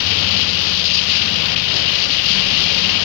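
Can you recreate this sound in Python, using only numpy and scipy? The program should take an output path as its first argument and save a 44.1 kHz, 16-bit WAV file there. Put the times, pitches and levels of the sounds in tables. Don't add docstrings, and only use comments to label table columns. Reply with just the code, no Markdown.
import sys
import numpy as np
from scipy import signal
from scipy.fft import rfft, irfft
from scipy.io import wavfile
from scipy.ndimage import uniform_filter1d, minimum_filter1d

SR = 44100
rng = np.random.default_rng(int(sys.argv[2]) if len(sys.argv) > 2 else 0)


def pcm_store(signal):
    levels = np.round(np.clip(np.atleast_2d(signal), -1, 1) * 32767)
    wavfile.write(sys.argv[1], SR, levels.astype(np.int16).T)


N = 134064
TIME = np.arange(N) / SR
FREQS = np.maximum(np.arange(N // 2 + 1) * SR / N, 1)
RIGHT_LAG_S = 0.000933


def from_db(db):
    return 10 ** (np.asarray(db) / 20)


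def rms_one(x):
    return x / np.sqrt(np.mean(x ** 2) + 1e-20)


def evened(x):
    return x / np.sqrt(uniform_filter1d(x ** 2, size=SR // 4) + 1e-20)


def in_time(rows, axis=1):
    columns = np.transpose(rows)
    return np.interp(TIME, columns[0], columns[axis])


def swing(rows, axis=1):
    db = in_time(rows, axis=axis)
    return db - db.mean()


def in_frequency(rows):
    hz, *columns = np.transpose(rows)
    return [np.interp(np.log(FREQS), np.log(hz), column) for column in columns]


def drift(corner_hz):
    white = rng.standard_normal(N)
    return rms_one(irfft(rfft(white) / (1 + (FREQS / corner_hz) ** 2), N))


def bump(s, length):
    return .5 ** ((2 * (TIME - s) / length) ** 2)


def below(x, hz, power):
    return irfft(rfft(x) / (1 + (FREQS / hz) ** power), N)


def resonance(x, hz, width_hz):
    r = np.exp(-np.pi * width_hz / SR)
    feedback = [1, -2 * r * np.cos(2 * np.pi * hz / SR), r * r]
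    return signal.lfilter((1 - r * r) / 2 * np.array([1, 0, -1]), feedback, x)


def delayed(x, seconds):
    return np.interp(TIME - seconds, TIME, x, left=0)


def from_left(x, right_db):
    return np.array([x, from_db(right_db) * delayed(x, RIGHT_LAG_S)])


def coloured(direct, diffuse, spectrum):
    # (frequency [Hz], likeness [0-1])
    likeness = [(50, 1), (220, 1), (350, 0.62), (540, 1), (900, 0.62), (1700, 0.98), (2600, 0.6),
                (3600, 0.1), (6000, 0.12)]
    left_db, right_db = in_frequency(spectrum)
    alike = in_frequency(likeness)[0]
    left = rfft(direct)
    right = alike * rfft(delayed(direct, RIGHT_LAG_S)) + np.sqrt(1 - alike ** 2) * rfft(diffuse)
    return np.sqrt(SR / 2) * irfft([left * from_db(left_db), right * from_db(right_db)], N)


def top_hiss(flicker_db=2.5):
    # (frequency [Hz], left [dB per Hz], right [dB per Hz])
    hiss_spectrum = [(5000, -110, -110), (8100, -99, -116), (8860, -120, -91.5), (13200, -99, -111),
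                     (13800, -100, -100), (14800, -86, -83), (15300, -82, -101)]
    return from_db(flicker_db * drift(25)) * coloured(*rng.standard_normal((2, N)), hiss_spectrum)


def rumble():
    # (frequency [Hz], left [dB per Hz], right [dB per Hz])
    rumble_spectrum = [(20, -68, -80), (40, -62, -76), (80, -64, -74), (150, -61, -76), (221, -61, -87),
                       (400, -100, -110)]
    # (time [s], level [dB])
    rumble_level = [(0.0, -47), (0.1, -57), (1.85, -59.5), (2.0, -57.5), (2.3, -50.5), (2.6, -52),
                    (3.04, -60)]
    return from_db(swing(rumble_level)) * coloured(*rng.standard_normal((2, N)), rumble_spectrum)


def firings(cycles):
    # (place in the cycle [0-1], level [dB])
    cylinders = [(0.942, 0), (0.564, -2.5)]
    spread_db, jitter_s = .5, .00006
    pulses = np.zeros(N)
    for place, db in cylinders:
        s = np.interp(np.arange(place, cycles[-1], 1), cycles, TIME)
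        late, strong = rng.standard_normal((2, len(s)))
        at = np.clip((s + jitter_s * late) * SR, 0, N - 1).astype(int)
        pulses[at] += from_db(db + spread_db * strong)
    return pulses


def panels(pulses, rattle=0.81):
    # (frequency [Hz], width [Hz], level [dB])
    panel_modes = [(399, 8.5, -47.5), (543, 23, -41.5), (682, 20, -47.5)]
    # (time [s], level [dB])
    panel_level = [(0, -4), (.6, -0.5), (1.22, -4), (1.36, 0.5), (1.58, -4.5), (1.98, 1), (2.2, -6),
                   (2.45, -2.5), (3.04, 2.5)]
    force = rms_one(pulses) + rattle * rng.standard_normal(N)
    rings = sum(from_db(db) * rms_one(resonance(force, hz, width)) for hz, width, db in panel_modes)
    return from_left(from_db(swing(panel_level)) * rings, right_db=-14.5)


def clatter(pulses):
    # (frequency [Hz], left [dB per Hz], right [dB per Hz])
    clatter_spectrum = [(119, -89, -100), (177, -53.5, -72), (258, -56.5, -71), (358, -60.5, -73),
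                        (506, -56, -69.5), (680, -59, -68.5), (920, -62, -75), (1450, -59.5, -77.5),
                        (2360, -59, -75), (4160, -100, -100)]
    # (time [s], low clatter [dB], rush above it [dB])
    clatter_level = [(0, -35, -33.5), (.25, -33, -33.5), (.55, -35.5, -36), (.72, -36, -33.5),
                     (.8, -37, -37.5), (1.2, -38, -33), (1.32, -34.5, -34.5), (1.5, -34, -32.5),
                     (1.63, -38.5, -37), (1.75, -32.5, -33.5), (1.97, -36.5, -33.5), (2.1, -36, -34.5),
                     (2.29, -38, -34), (2.38, -34, -31.5), (2.5, -34.5, -34), (3.04, -33.5, -33)]
    trim_db, puff_s, puff_share = -1, 0.0013, 0.077
    rough_db, rough_hz, rush_from_hz = .9, 70, 1100
    puff = signal.lfilter([1], [1, -np.exp(-1 / (puff_s * SR))], pulses + 1e-18)
    level = rms_one((1 + puff_share * puff) * from_db(rough_db * drift(rough_hz)))
    noise = level * rng.standard_normal((2, N))
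    sound = from_db(trim_db) * coloured(*noise, clatter_spectrum)
    low = below(sound, rush_from_hz, 6)
    rush = sound - low
    return from_db(swing(clatter_level)) * low + from_db(swing(clatter_level, axis=2)) * rush


def exhaust(pulses):
    # (frequency [Hz], width [Hz], level within its group [dB])
    boom_modes = [(99.6, 8, 0)]
    hum_modes = [(132.6, 26, 0)]
    drone_modes = [(171.6, 2.6, 2), (176.7, 4.7, -7), (190.5, 7.6, 9), (216.2, 5.1, 5.5), (246.5, 6.9, 4.5)]
    # (time [s], direct thump [dB], boom [dB], hum [dB], drone [dB])
    exhaust_level = [(0, -31, -29, -37, -33), (0.25, -29, -28, -33, -32), (0.5, -29.6, -33, -37, -32),
                     (0.75, -29.5, -34, -36.5, -34), (1, -30, -42, -35.5, -34), (1.3, -31, -31.5, -39, -34),
                     (1.55, -29, -42, -40, -34), (1.85, -29, -50, -52, -40), (2.03, -36, -40, -46, -38),
                     (2.3, -34, -42, -44, -40), (2.5, -33.5, -40, -46, -38), (2.75, -33, -37, -42, -31),
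                     (3.04, -31, -31, -37, -33)]
    # (time [s], length [s], frequency [Hz], level [dB])
    swells = [(.35, 0.2, 214, -36), (1.326, 0.31, 213.4, -34.5), (1.527, 0.2, 167.8, -34),
              (2.392, 0.2, 193, -29.5), (2.63, 0.17, 174.6, -36.5), (2.844, 0.21, 195.4, -32.5)]
    thump_trim_db, boom_trim_db, hum_trim_db, drone_trim_db = 1, 1.5, -1.5, 2.5
    swell_width_hz, sub_cut_hz = 8.6, 58
    band = signal.butter(3, [62, 175], "band", fs=SR, output="sos")
    puffs = signal.sosfilt(band, pulses)
    out = from_db(in_time(exhaust_level) + thump_trim_db) * rms_one(puffs)
    groups = [(boom_modes, boom_trim_db), (hum_modes, hum_trim_db), (drone_modes, drone_trim_db)]
    for column, (modes, trim_db) in enumerate(groups, 2):
        rings = sum(from_db(db) * resonance(puffs, hz, width) for hz, width, db in modes)
        out = out - from_db(in_time(exhaust_level, axis=column) + trim_db) * evened(rings)
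    for s, length, hz, db in swells:
        tone = resonance(resonance(puffs, hz, swell_width_hz), hz, swell_width_hz)
        out = out - from_db(db) * bump(s, length) * evened(tone)
    out = below(out, sub_cut_hz, -12.)
    return from_left(out, right_db=-11.5)


def grit():
    grains_per_s, spread_db, smooth_share = 5000, 2.5, 0.35
    sizes = from_db(spread_db * np.minimum(rng.exponential(1, N), 5))
    signed = sizes * rng.choice([-1, 1], N)
    grains = rms_one(signed * (rng.random(N) < grains_per_s / SR))
    return np.sqrt(1 - smooth_share) * grains + np.sqrt(smooth_share) * rng.standard_normal(N)


def rasp():
    # (time [s], length [s], pitch [Hz], level [dB])
    catches = [(.865, .04, 4950, -22.5), (.955, .07, 4740, -21.5), (.97, .05, 5280, -26),
               (1.17, .11, 4740, -23), (2.03, .08, 4650, -30), (2.32, .08, 4600, -25)]
    width_hz = 150
    rings = np.zeros(N)
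    for s, length, hz, db in catches:
        ring = resonance(resonance(grit(), hz, width_hz), hz, width_hz)
        rings += from_db(db) * bump(s, length) * rms_one(ring)
    return from_left(rings, right_db=-34)


def blades(cycles):
    # (frequency [Hz], left [dB per Hz], right [dB per Hz])
    scrape_spectrum = [(895, -98, -84.5), (1680, -65, -71.5)] + [(1600, -61.2, -74.9), (2215, -58.5, -90.0),
                       (2495, -50.0, -73.0), (3000, -48.5, -75.0), (3260, -49.0, -72.0),
                       (4750, -49.5, -72.0), (5427, -57.0, -73.0), (5996, -63.5, -72.5),
                       (6890, -76.5, -76.5), (7360, -100.0, -84.0)][1:] + [(8030, -105, -100),
                       (10000, -125, -125)]
    # (time [s], ringing [dB], bright hiss [dB])
    scrape_level = [(0, -1, 0), (0.3, 1.2, 0.4), (0.55, -1, -0.6), (0.8, -0.2, 0), (1.05, -1.5, 0.8),
                    (1.3, -0.4, -1), (1.55, 0, -2), (1.8, 0.7, -3.5), (2.05, 0.5, 2.5), (2.3, -1.3, -0.5),
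                    (2.55, 2.1, 1.5), (2.8, 1.5, 1.5), (3.04, 0, 0)]
    # (frequency [Hz], width [Hz], level [dB])
    blade_modes = [(2800, 40, -26.5), (2933, 57, -27.5), (3035, 17, -29.5), (3208, 25, -28.5),
                   (4500, 27, -41)]
    # (time [s], length [s], change of ringing [dB], change of bright hiss [dB])
    bites = [(0.124, 0.025, 3.5, -1), (0.402, 0.04, 2, 2), (0.683, 0.098, 0, 2.5), (.862, 0.034, -0.5, 4),
             (0.95, 0.017, -0.5, 9), (0.991, 0.012, 6.5, 3), (1.113, 0.028, 3.5, 3.5),
             (1.168, 0.03, 4.5, 4), (1.563, 0.0063, 8, 3), (1.7, .02, -0.5, 2), (1.777, 0.07, -2, 7.5),
             (2, 0.0087, -4, 2), (2.192, 0.027, 5, -3.5), (2.308, 0.081, 3.5, 5), (2.572, 0.02, 1, 1.5),
             (2.616, 0.036, 0, 2), (2.965, 0.027, 8, 4.5)]
    # (time [s], length [s], change of pressure [dB])
    skims = [(0.527, .03, -0.5), (0.836, 0.0086, -7), (1.555, 0.0069, -11), (1.912, 0.014, -1.5),
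             (2.073, 0.018, -6.5), (2.97, 0.039, -5)]
    # (multiple of the cycle rate, depth [dB], crest place [cycles])
    shakes = [(1, 0.66, 1), (2, 0.26, 0.16), (3, 1, 0.08)]
    trim_db, bright_from_hz = -0.92, 3840
    chatter_db, chatter_hz, wander_db, wander_hz = .9, 110, 1.5, 16

    shake_db = sum(db * np.cos(2 * np.pi * k * (cycles - place)) for k, db, place in shakes)
    skim_db = sum(db * bump(s, length) for s, length, db in skims)
    pressure_db = shake_db + chatter_db * drift(chatter_hz) + skim_db

    rings = np.zeros(N)
    for hz, width, db in blade_modes:
        force = from_db(pressure_db + wander_db * drift(wander_hz)) * grit()
        rings += from_db(db) * rms_one(resonance(force, hz, width))
    rings = signal.sosfilt(signal.butter(2, [2300, 5000], "band", fs=SR, output="sos"), rings)

    direct = from_db(pressure_db) * grit()
    diffuse = from_db(pressure_db / 2) * grit()
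    scrape = from_db(trim_db) * coloured(direct, diffuse, scrape_spectrum)
    sound = scrape + from_left(rings, right_db=-33)

    low = below(sound, bright_from_hz, 10)
    bright = sound - low
    ring_db = in_time(scrape_level) + sum(db * bump(s, length) for s, length, db, _ in bites)
    bright_db = in_time(scrape_level, axis=2) + sum(db * bump(s, length) for s, length, _, db in bites)
    return from_db(ring_db) * low + from_db(bright_db) * bright


def scene():
    # (time [s], four-stroke cycles per second [Hz])
    speed = [(0.0, 16.252), (0.4, 16.421), (0.7, 16.54), (1.0, 16.757), (1.2, 16.244), (1.5, 16.699),
             (1.7, 16.629), (1.9, 16.592), (2.1, 15.613), (2.3, 14.574), (2.5, 15.068), (2.65, 15.752),
             (2.85, 17.422), (3.04, 17.639)]
    cycles = np.cumsum(in_time(speed)) / SR
    pulses = firings(cycles)
    background = top_hiss() + rumble()
    engine = panels(pulses) + clatter(pulses) + exhaust(pulses)
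    return background + engine + rasp() + blades(cycles)


def record(dry):
    peak_limit, edge_s, cutoff_hz = .85, .003, 15600
    room = np.minimum(1, peak_limit / (np.abs(dry).max(axis=0) + 1e-9))
    held = minimum_filter1d(room, size=257)
    gain = uniform_filter1d(uniform_filter1d(held, size=129), size=129)
    ends = np.minimum(1, np.minimum(TIME, TIME[::-1]) / edge_s)
    top_cut = signal.ellip(12, .1, 80, cutoff_hz, fs=SR, output="sos")
    return signal.sosfilt(top_cut, ends * gain * dry)


dry = scene()
out = record(dry)
pcm_store(out)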